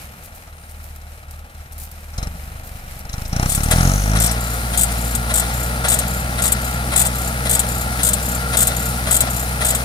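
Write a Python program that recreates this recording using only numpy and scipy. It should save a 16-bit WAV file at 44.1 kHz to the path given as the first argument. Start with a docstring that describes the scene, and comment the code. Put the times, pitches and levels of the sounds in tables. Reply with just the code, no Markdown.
"""Tractor and compost spreader

A diesel tractor idles in a vineyard row, revs up and drives a spreader a few metres away.
Exhaust pulses boom and the block knocks. About twice a second the feed chain takes up load,
then steel pawls clatter over the ratchet and tick back. Compost patters, grass rustles; no reverb."""
import sys
import numpy as np
from scipy import signal
from scipy.fft import rfft, irfft, next_fast_len
from scipy.io import wavfile
from scipy.ndimage import uniform_filter1d

SR = 44100
rng = np.random.default_rng(int(sys.argv[2]) if len(sys.argv) > 2 else 0)


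def wav_record(signal):
    """Record a signal, one row per channel, as 16-bit PCM in the file named by sys.argv[1]."""
    frames = np.transpose(np.atleast_2d(signal))
    bounded = np.clip(frames, -1, 1)
    # unit amplitude maps onto the largest positive 16-bit level
    quanta = np.round(bounded * 32767).astype(np.int16)
    wavfile.write(sys.argv[1], SR, quanta)


N = 433944
TIME_S = np.arange(N) / SR
FFT_SIZE = next_fast_len(N + 16384)
FREQ_HZ = np.arange(FFT_SIZE // 2 + 1) * SR / FFT_SIZE

# Engine speed. Each row: time in seconds, firing rate in Hz.
FIRING_RATE = [(0, 23.1), (.55, 18.46), (2.1, 18.81), (2.2, 22.97), (2.6, 25.55), (3.1, 22.54),
               (3.45, 32.41), (3.6, 35.86), (3.9, 46.95), (4.35, 59.64), (5.1, 58.22), (5.8, 61.96),
               (9.84, 61.73)]
# A blip, a rev-up in pushes, then steady load. Each row: time in seconds, combustion force in dB.
COMBUSTION_FORCE = [(0, -56), (2.16, -55), (2.18, -30.5), (2.275, -30), (2.31, -55), (2.95, -47),
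                    (3.14, -32), (3.22, -33), (3.3, -41), (3.33, -22), (3.43, -16), (3.465, -18.5),
                    (3.495, -28), (3.55, -28), (3.58, -20.5), (3.63, -21), (3.81, -12.5), (3.9, -14.5),
                    (4.02, -24.5), (4.15, -15.5), (4.3, -26), (4.5, -33.5), (6.0, -27), (9.84, -29)]
# Cylinders in firing order. Each row: relative strength, delay at full speed in ms.
CYLINDER_SPREAD = [(1, .45), (-0.5, 0.14), (-5.5, -.45), (-.5, -0.1)]
# Gear whines. Each entry: cycles per firing in the first list, relative level in dB in the second.
GEAR_ORDERS = [7.5, 10.25, 12, 13.75]
GEAR_DB = [-7, -16.5, -10, -9.5]
# Engine spectra. Each row: frequency in Hz, gain in dB.
BOOM_SPECTRUM = [(12, -27), (24, -11), (38, 5.5), (55, 1), (76, -0.5), (100, -14), (125, -11.5), (160, -16),
                 (300, -54)]
BARK_SPECTRUM = [(8, -16), (35, 3), (70, 1), (120, 2), (170, -1.5), (235, -10), (320, -22.5), (500, -33),
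                 (1200, -33.5), (7000, -56)]
EDGE_SPECTRUM = [(150, -30), (250, -1), (320, 0), (420, -8), (600, -20), (4000, -100)]
GAS_SPECTRUM = [(30, -49), (90, -3), (130, -3), (180, -2.5), (235, -4), (290, -13.5), (400, -26),
                (900, -52)]
BLOCK_SPECTRUM = [(180, -23.5), (300, -5), (369, -9), (424, -9), (464, -1.5), (549, -2.5), (600, 0.5),
                  (816, 1), (1020, -9), (1240, -3), (1370, 0.5), (1490, -4.5), (1650, -4), (3200, -15),
                  (4160, -17), (7040, -120)]
# Exhaust and casting resonances. Each row: frequency in Hz, width in Hz, gain in dB.
TAILPIPE_MODES = [(76.4, 15, -4), (134.5, 16, -5.5), (168, 10, -2.5), (229, 17, -2), (264, 17, -3.5)]
SILENCER_MODES = [(38.4, 10, -1), (74, 11, 1)]
THROB_MODES = [(24, 4.2, 9), (47.6, 11, 5), (70, 12, 3), (98, 12, -2), (123, 6.2, -5), (165, 25, -11)]
KNOCK_MODES = [(793, 150, 1), (1260, 260, 1), (2130, 1200, 2.5), (3950, 170, 7), (4900, 1200, -3)]
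HARD_KNOCK_MODES = [(713, 83, 18.5), (822, 47, 21.5), (1296, 200, 20), (1980, 91, 12), (2660, 180, 4),
                    (4060, 380, 9), (5340, 310, 16.5)]
# Exhaust envelopes. Each row: time in seconds, relative level in dB.
BOOM_ENVELOPE = [(2.14, -70), (2.18, -26), (2.27, -28), (2.33, -50), (3.0, -51), (3.15, -37), (3.4, -30),
                 (3.53, -27), (3.8, -25), (4.0, -19), (4.22, -21.5), (4.5, -24.5), (4.9, -22), (6.1, -27),
                 (9.84, -26.5)]
THROB_ENVELOPE = [(0, -41), (.5, -46), (2.1, -44), (2.25, -29), (2.55, -34), (3.0, -34), (3.2, -29),
                  (3.7, -42)]
HUM_ENVELOPE = [(0, -43), (.48, -45), (.52, -36), (.58, -44), (.68, -42), (.74, -35), (1.12, -35.5),
                (1.24, -45), (1.28, -35), (1.45, -35.5), (1.5, -50), (1.6, -32.5), (1.67, -50), (1.72, -35),
                (1.82, -32), (1.91, -40), (2.14, -33.5), (3.3, -60)]
# Shudders at idle. 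Each row: start in seconds, level in dB.
IDLE_SHUDDERS = [(.468, -48), (1.595, -50), (1.94, -49), (2.133, -41), (2.342, -49)]

# Feed strokes, about 33 firings apart. Each row: start in seconds, clatter gain in dB, load gain in dB.
FEED_STROKES = [(4.2008, -1.5, 6), (4.7751, 0.5, 2.5), (5.339, -0.5, 4.5), (5.884, 1, 5.5), (6.422, -1, 4),
                (6.9605, 2, 5), (7.495, 0, 4.5), (8.0326, 1, 2), (8.5714, 1.5, 5.5), (9.1095, 1, 4),
                (9.649, -1, 5)]
# Four pawls and a bounce per stroke. Each row: delay in firings, gain in dB, chatter in seconds.
STROKE_DROPS = [(0, -6, .007), (1.02, -7, 0.0073), (2.1, -7, .012), (3.45, -6, 0.0058), (4.7, -22, 0.004)]
# Single sharp metallic clicks: start-up strikes, late pawl drops and one lone click.
# Each row: start in seconds, gain in dB.
SINGLE_CLICKS = [(3.495, -10), (3.5195, -11), (3.549, -7.5), (3.634, -12), (3.7117, -5.5), (4.313, -12),
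                 (4.919, -19), (5.1504, -9), (5.989, -7), (6.5205, -5.5), (7.052, -11), (7.064, -8.5),
                 (7.593, -5), (8.133, -5), (8.618, -9), (8.671, -4.5), (9.2058, -3), (9.749, -8.5)]
# Loose couplings. Each row: start in seconds, gain in dB.
COUPLING_CLINKS = [(2.179, -32), (2.229, -33.5), (3.092, -40.5), (3.13, -33), (3.252, -37)]
# Spreader steel resonances. Each row: frequency in Hz, width in Hz, gain in dB.
PAWL_MODES = [(7240, 55, 2), (7550, 83, 0), (7970, 65, 0), (8050, 74, 7.5), (8260, 61, -2), (8440, 46, -3),
              (8760, 50, -4), (9200, 98, -16), (9600, 90, -1.5), (13080, 200, -6), (13400, 230, 1.5),
              (13660, 300, -3)]
WHEEL_MODES = [(3540, 40, 4), (4040, 60, -1), (4380, 45, -2), (4850, 70, -1), (5540, 40, -3),
               (6620, 50, -1)]
CATCH_MODES = [(7240, 71, -1), (7300, 90, 1), (7470, 110, -11), (12100, 390, -7), (12300, 400, -13)]
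LINK_MODES = [(632, 68, 6), (1378, 44, 2), (1720, 100, -3.5), (1950, 80, 1), (3250, 130, 0),
              (3510, 110, -2.5), (3870, 105, -1)]
BODY_MODES = [(1337, 20, 0), (1377, 14, 7), (1394, 17, 6.5), (1432, 31, -9), (1694, 30, -2.5),
              (1930, 40, -2), (2750, 16, -12), (3170, 17, -9), (3540, 24, -3.5), (4020, 69, -7),
              (4530, 170, -8)]
COUPLING_MODES = [(4070, 200, 17), (5260, 420, 15.5), (6100, 280, 13)]
# Spreader spectra. Each row: frequency in Hz, gain in dB.
CRACK_SPECTRUM = [(1200, -14), (2800, -8.5), (3550, -1), (4700, -6.5), (6000, -8.5), (7200, 4.5),
                  (8500, 7.5), (11300, -7), (13400, 8.5), (15500, -25)]
CLUNK_SPECTRUM = [(200, 8), (400, 11.5), (700, -6), (1050, 15.5), (1400, 15), (2100, 7), (2800, 12),
                  (3700, -3), (6000, 1), (10000, 9.5), (15000, -17)]
GROAN_SPECTRUM = [(150, 2), (240, 3.5), (380, -5.5), (700, 10), (1050, 1), (1400, 7), (2100, 0),
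                  (3700, -3.5), (6000, -4.5), (12000, -17)]
COMPOST_SPECTRUM = [(500, 1), (1500, -5.5), (2100, -2.5), (3000, -5), (4300, 4.5), (6000, 0), (8000, 1),
                    (10000, 3), (13000, -0.5), (15500, 3.5)]
# Slipping drive. Each row: time in seconds, level in dB, pitch in Hz.
DRIVE_SLIP = [(3.22, -90, 5630), (3.33, -32, 5580), (3.7, -38, 6200), (3.85, -27, 6440), (4.1, -32, 5970),
              (4.3, -24, 5520), (4.45, -73, 5630)]
# Compost, brake and grass envelopes. Each row: time in seconds, relative level in dB.
COMPOST_ENVELOPE = [(3.25, -50), (3.42, -35), (3.53, -23), (3.62, -32), (3.76, -25.5), (4.2, -32.5),
                    (4.6, -30), (6.5, -31), (8.5, -28.5), (9.84, -29.5)]
BRAKE_ENVELOPE = [(.38, -91), (.48, -63), (.64, -52), (.74, -55), (.86, -90)]
RUSTLE_ENVELOPE = [(0, -47), (.5, -50.5), (1.05, -50), (1.5, -53), (2.1, -47.5), (2.45, -47.5), (3.3, -44)]

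# Stalk snaps and swishes. Each row: start in seconds, relative level in dB, hold in seconds.
STALK_SNAPS = [(.235, -39, 0.032), (.345, -45, .02), (.694, -37, .001), (.709, -37, .002),
               (.83, -49, 0.049), (.961, -43, .001), (1.31, -35, .002), (1.722, -41, 0.018),
               (1.78, -37.5, 0.077), (1.835, -35, .002), (1.914, -38, .001), (2.64, -42.5, 0.045),
               (2.99, -37, .002), (3.279, -35, .002)]
# Grass spectra. Each row: frequency in Hz, gain in dB.
RUSTLE_SPECTRUM = [(1500, 3), (2400, 7), (3400, 1), (4200, 4), (7000, 1), (10000, 2), (14000, 2),
                   (16000, 4.5)]
SNAP_SPECTRUM = [(1500, -14), (3200, -4), (4300, 1), (5500, 1), (7500, 2), (10000, 2), (14000, 7),
                 (15500, 12.5)]
# Microphone response. Each row: frequency in Hz, gain in dB.
MIC_RESPONSE = [(5, -37), (25, -1), (300, -1), (1500, 0.5), (2200, 1), (4500, -2), (8000, 0.5),
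                (13500, 1.5), (14500, -4), (15500, -13)]
# Microphone ports. Each row: frequency in Hz, left minus right in dB.
PORT_BALANCE = [(100, 0.36), (700, 0.5), (1400, 1), (2500, 4.5), (5000, 4), (7500, 6.5), (10000, 16.5),
                (11200, 8), (12400, 3.5), (13500, -6.5), (15500, 21)]


def engine(firing_hz, firings):
    """Four-cylinder diesel: exhaust and block follow speed and combustion force."""
    speed = firing_hz / firing_hz.max()
    force_db, = curves(COMBUSTION_FORCE)
    pipe = gas_rush(speed, firings) + idle(firings) - exhaust(speed, firings, force_db)
    castings = block(speed, firings, force_db) + diesel_knock(speed, firings, force_db)
    return place(pipe, lag_ms=0.12) + place(castings, lag_ms=0.26)


def exhaust(speed, firings, force_db):
    """Each firing sends a pulse down the pipe: a soft boom and a bark that rings the tailpipe."""
    fired = firing_samples(firings)
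    boom_jitter, bark_jitter, time_jitter = rng.standard_normal((len(fired), 3)).T
    # Cylinders differ most at full speed, adding lines between the firing harmonics.
    imbalance = speed[fired] ** 7
    strength, skew_ms = np.resize(CYLINDER_SPREAD, (len(fired), 2)).T * imbalance
    delay_ms = 3.8 + skew_ms + (0.056 + 0.15 * imbalance) * time_jitter
    arrivals = np.clip(fired + (SR * delay_ms / 1000).astype(int), 0, N - 1)
    booms, barks = np.zeros((2, N))
    booms[arrivals] = amp(0.041 * strength + 0.35 * boom_jitter)
    barks[arrivals] = amp(1.54 * strength + (1.2 + 0.73 * imbalance) * bark_jitter)
    boom_db, = curves(BOOM_ENVELOPE)
    boom = steady(filtered(booms, amp(spectrum_db(BOOM_SPECTRUM)))) * amp(boom_db - 1.5)
    bark = filtered(barks, amp(spectrum_db(BARK_SPECTRUM)))
    bark = steady(bark + ring(bark, TAILPIPE_MODES)) * amp(force_db - 0.5)
    # The hardest pulses steepen in the pipe.
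    edge = steady(filtered(barks, amp(spectrum_db(EDGE_SPECTRUM))))
    return boom + bark + edge * amp(1.6 * force_db - 24.5) / speed ** 2


def gas_rush(speed, firings):
    """Gas rushes out after each firing; turbulence grows with speed."""
    return unit(colour(surge(firings) * noise(), GAS_SPECTRUM)) * amp(-30.5) * speed ** 2.06


def idle(firings):
    """Weak, uneven firings and swirling gas swing pipe and silencer; shudders knock the castings."""
    fired = firing_samples(firings)
    time_jitter, level_jitter = rng.standard_normal((len(fired), 2)).T
    arrivals = np.clip(fired + (SR * 0.0011 * time_jitter).astype(int), 0, N - 1)
    pulses = np.zeros(N)
    pulses[arrivals] = amp(2.5 * level_jitter)
    muffle = 1 / np.sqrt(1 + (FREQ_HZ / 185) ** 16)  # silencer low-pass
    swirl = 0.5 * noise() * puffs(firings, decay_firings=0.6)
    throb = ring(filtered(unit(pulses) + swirl, muffle), THROB_MODES)
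    hum = ring(ring(filtered(pulses, muffle), SILENCER_MODES), SILENCER_MODES)
    throb_db, = curves(THROB_ENVELOPE)
    hum_db, = curves(HUM_ENVELOPE)
    shudders = bursts([(s, db, 0.012) for s, db in IDLE_SHUDDERS], decay_s=0.016)
    knocks = shudders * unit(ring(stereo_noise(apart=0.4), HARD_KNOCK_MODES))
    return knocks - steady(throb) * amp(throb_db) - steady(hum) * amp(hum_db)


def block(speed, firings, force_db):
    """Block noise grows with speed and force; gears whine at multiples of the firing rate."""
    gain = np.hypot(amp(-29.5 + 10 * np.log2(speed)), amp(-15.5 + 0.77 * force_db))
    roar = unit(colour(surge(firings) * stereo_noise(apart=0.32), BLOCK_SPECTRUM))
    whine = sum(np.sin(2 * np.pi * order * firings + 0.71 * drift(7)) * amp(db - 5 + 2 * drift(4.5))
                for order, db in zip(GEAR_ORDERS, GEAR_DB))
    return gain * (roar + whine * speed ** 8)


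def diesel_knock(speed, firings, force_db):
    """Combustion rings the castings; with much fuel at low speed each firing is a separate crack."""
    speed_db = 10 * np.log2(speed)
    impacts = puffs(firings, decay_firings=0.32) * stereo_grains(6000, spread_db=2, apart=1)
    running = unit(ring(impacts, KNOCK_MODES)) * amp(-38.5 + speed_db)
    crack_db = force_db - 17.5 - speed_db
    lag_s = 0.0015
    cracks = [(TIME_S[i] + lag_s, crack_db[i], 0.002) for i in firing_samples(firings)]
    return running + ring(bursts(cracks, decay_s=0.004) * stereo_noise(apart=0.45), HARD_KNOCK_MODES)


def ratchet(firings):
    """Each pawl cracks down and chatters, ringing pawl and wheel; single clicks share that ring."""
    strikes = [(later_s(firings, s, delay) + rng.normal(0, 0.00038), db + drop_db, chatter_s)
               for s, db, _ in FEED_STROKES for delay, drop_db, chatter_s in STROKE_DROPS]
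    strikes += [(s, db, 0.0074) for s, db in SINGLE_CLICKS]
    rebounds = bursts(strikes, decay_s=0.0075)
    blows = bursts([(s, db, 0.001) for s, db, _ in strikes], decay_s=0.0006)
    rattle = stereo_grains(22000, spread_db=0.3, apart=0.85)
    contact = (rebounds + 1.3 * blows) * rattle
    pawl = amp(-30.5) * unit(ring(contact, PAWL_MODES))
    wheel = amp(-46) * unit(ring(contact, WHEEL_MODES))
    crack = amp(-30) * unit(colour(rebounds * rattle, CRACK_SPECTRUM))
    return place(pawl + wheel + crack, lag_ms=0.17)


def catch_return(firings):
    """The catch ticks back over five teeth after each stroke, louder as the spreader runs in."""
    return_firings, tooth_firings, rise_db_per_s = 11.9, 1.9, 1
    teeth = [(later_s(firings, s, return_firings + tooth * tooth_firings),
              -7.5 + rise_db_per_s * s + rng.normal(0, 1.5), 0.005)
             for s, _, _ in FEED_STROKES for tooth in range(5)]
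    ticks = bursts(teeth, decay_s=0.012) * stereo_grains(2600, spread_db=1.5, apart=0.92)
    ringing = amp(-43) * unit(ring(ticks, CATCH_MODES))
    crack = amp(-44) * unit(colour(ticks, CRACK_SPECTRUM))
    return place(ringing + crack, lag_ms=0.17)


def floor_chain(firings):
    """The chain jolts taut once, then crunches and groans forward just before each stroke's pawls."""
    lead_firings, load_s = 2.65, 0.18
    jolt_s, jolt_db, jolt_hold_s = 3.707, 10.5, 0.013
    loads = [(later_s(firings, s, -lead_firings), db, load_s) for s, _, db in FEED_STROKES]
    loads.append((jolt_s, jolt_db, jolt_hold_s))
    jerk = bursts([(s + 0.0017, db, 0.022) for s, db, _ in loads], decay_s=0.0065)
    jerk = uniform_filter1d(jerk, size=500)  # slack comes out link by link
    links = jerk * stereo_grains(7000, spread_db=1.2, apart=0.7)
    clunk = amp(-42) * unit(colour(links, CLUNK_SPECTRUM)) + amp(-40.5) * unit(ring(links, LINK_MODES))
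    pull = bursts(loads, decay_s=0.057) * amp(3 * drift(70))
    rub = pull * stereo_grains(5000, spread_db=1, apart=0.65)
    groan = amp(-36.5) * unit(colour(rub, GROAN_SPECTRUM)) + amp(-44) * unit(ring(rub, LINK_MODES))
    return place(clunk + groan, lag_ms=0.2)


def body_drone():
    """The spreader's steel body drones as the beaters spin up."""
    gain = amp(-36.5 + 2.4 * drift(12)) * ramp(start_s=3.3, rise_s=1)
    return place(gain * unit(ring(stereo_noise(apart=0.49), BODY_MODES)), lag_ms=0.2)


def compost():
    """Compost patters down; hard bits tick against the steel."""
    flow_db, = curves(COMPOST_ENVELOPE)
    crumbs = stereo_grains(14000, spread_db=1.8, apart=1.3) * amp(0.9 * drift(30))
    patter = amp(flow_db) * ramp(start_s=3.25, rise_s=0.081) * unit(colour(crumbs, COMPOST_SPECTRUM))
    bits = ramp(start_s=3.5, rise_s=0.5) * grains(5.8, spread_db=0.5)
    return place(patter + amp(-57) * unit(colour(bits, CRACK_SPECTRUM)), lag_ms=0.2)


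def drive_slip(firings):
    """The engaging drive slips at each firing with a rough hiss."""
    slip_db, slip_hz = curves(DRIVE_SLIP)
    rough = unit(colour(stereo_noise(apart=0.7), [(350, 0), (700, -6), (1400, -18), (3000, -45)]))
    chop = unit(puffs(firings, decay_firings=0.32) + 0.24)
    return place(rough * chop * amp(slip_db) * tone(slip_hz), lag_ms=0.14)


def couplings():
    """Loose drive couplings clink before the spreader starts."""
    clinks = bursts([(s, db, 0.003) for s, db in COUPLING_CLINKS], decay_s=0.01)
    return place(ring(clinks * stereo_noise(apart=0.41), COUPLING_MODES), lag_ms=0.2)


def brake():
    """A thin, wavering brake squeal while creeping."""
    brake_db, = curves(BRAKE_ENVELOPE)
    return place(amp(brake_db) * tone(9055 + 22 * drift(64)), lag_ms=0.14)


def grass():
    """Stalks crackle and snap under tyres and boots, a little to the right."""
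    bed_db, = curves(RUSTLE_ENVELOPE)
    crackle = stereo_grains(8000, spread_db=3.5, apart=2.3)
    bed = amp(bed_db + 4 + 2 * drift(16)) * unit(colour(crackle, RUSTLE_SPECTRUM))
    snap_gain = bursts(STALK_SNAPS, decay_s=0.0067) * amp(4.5 + 3.1 * drift(80.17))
    snaps = snap_gain * unit(colour(crackle, SNAP_SPECTRUM))
    return (bed + snaps) * amp([[-2.25], [2.25]])


def firing_samples(firings):
    """First sample of each firing."""
    return np.flatnonzero(np.diff(np.floor(firings))) + 1


def later_s(firings, start_s, count):
    """The time count firings after start_s."""
    return np.interp(np.interp(start_s, TIME_S, firings) + count, firings, TIME_S)


def puffs(firings, decay_firings):
    """Envelope that jumps at each firing and decays."""
    return unit(np.exp(-(firings % 1) / decay_firings))


def surge(firings):
    """Shallow pulsing at the firing rate."""
    return unit(puffs(firings, decay_firings=0.43) + 5.3)


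def bursts(rows, decay_s):
    """Envelope of contacts that start at once, hold, then decay; powers add."""
    power = np.zeros(N)
    for start_s, db, hold_s in rows:
        start = int(start_s * SR)
        age_s = TIME_S[:min(N - start, SR // 2)]
        envelope = amp(db) * np.exp(-np.maximum(age_s - hold_s, 0) / decay_s)
        power[start:start + len(age_s)] += envelope ** 2
    return np.sqrt(power)


def ramp(start_s, rise_s):
    """Linear fade from 0 to 1."""
    return np.clip((TIME_S - start_s) / rise_s, 0, 1)


def curves(rows):
    """Table columns interpolated over time."""
    times_s, *columns = np.transpose(rows)
    return [np.interp(TIME_S, times_s, column) for column in columns]


def tone(hz):
    """Sine of varying pitch."""
    return np.sin(2 * np.pi * np.cumsum(hz) / SR)


def noise():
    """White noise."""
    return rng.standard_normal(N)


def drift(rate_hz):
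    """Smooth random motion, rms 1."""
    span = int(SR / rate_hz)
    steps = np.repeat(rng.standard_normal(N // span + 1), span)
    return unit(uniform_filter1d(uniform_filter1d(steps, span), span)[:N])


def grains(per_s, spread_db):
    """Random tiny impacts of uneven size."""
    impacts = (rng.random(N) < per_s / SR) * noise()
    return unit(impacts * amp(spread_db * np.minimum(rng.exponential(size=N), 5)))


def stereo_noise(apart):
    """Shared noise plus a separate share per side."""
    return unit(noise() + apart * np.array([noise(), noise()]))


def stereo_grains(per_s, spread_db, apart):
    """Shared impacts plus a separate share per side."""
    shared, left, right = (grains(per_s, spread_db) for _ in range(3))
    return unit(shared + apart * np.array([left, right]))


def amp(db):
    """Decibels to gain."""
    return 10 ** (np.asarray(db) / 20)


def unit(x):
    """Scale to rms 1."""
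    return x / np.sqrt(np.mean(x ** 2))


def steady(x):
    """Hold a pulse train near rms 1 as its rate changes."""
    power = uniform_filter1d(uniform_filter1d(x ** 2, size=4800), size=4800)
    return x / np.sqrt(power + 1e-12)


def spectrum_db(points):
    """(Hz, dB) points interpolated over log frequency."""
    hz, db = np.transpose(points)
    return np.interp(np.log(FREQ_HZ + 1), np.log(hz), db)


def filtered(x, response):
    """Apply a frequency response."""
    return irfft(rfft(x, FFT_SIZE) * response, FFT_SIZE)[..., :N]


def colour(x, points):
    """Minimum-phase filter with the given spectrum."""
    cepstrum = irfft(np.log(amp(spectrum_db(points))), FFT_SIZE)
    cepstrum[1:FFT_SIZE // 2] *= 2
    cepstrum[FFT_SIZE // 2 + 1:] = 0
    return filtered(x, np.exp(rfft(cepstrum)))


def ring(x, modes):
    """Parallel resonators."""
    response = sum(amp(db) * 1j * FREQ_HZ * width_hz / (hz ** 2 - FREQ_HZ ** 2 + 1j * FREQ_HZ * width_hz)
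                   for hz, width_hz, db in modes)
    return filtered(x, response)


def place(x, lag_ms):
    """Stereo, with the right side lagging."""
    delay = np.exp(-2j * np.pi * FREQ_HZ * lag_ms / 1000)
    return filtered(x, np.array([np.ones(len(FREQ_HZ)), delay]))


def scene():
    """Tractor, spreader and ground, sharing one running count of firings."""
    firing_hz, = curves(FIRING_RATE)
    firings = np.cumsum(firing_hz) / SR
    tractor = engine(firing_hz, firings)
    feed = ratchet(firings) + catch_return(firings) + floor_chain(firings)
    return tractor + feed + body_drone() + compost() + drive_slip(firings) + couplings() + brake() + grass()


def record(dry):
    """Two microphone ports colour the treble differently and lose both extremes; clip, then low-pass."""
    balance_db = spectrum_db(PORT_BALANCE)
    ported = filtered(dry, amp(spectrum_db(MIC_RESPONSE) + np.array([balance_db, -balance_db]) / 2))
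    low_pass = signal.ellip(8, 0.2, 70, 15400, fs=SR, output="sos")
    return signal.sosfilt(low_pass, np.clip(ported, -1, 1))


dry = scene()
out = record(dry)
wav_record(out)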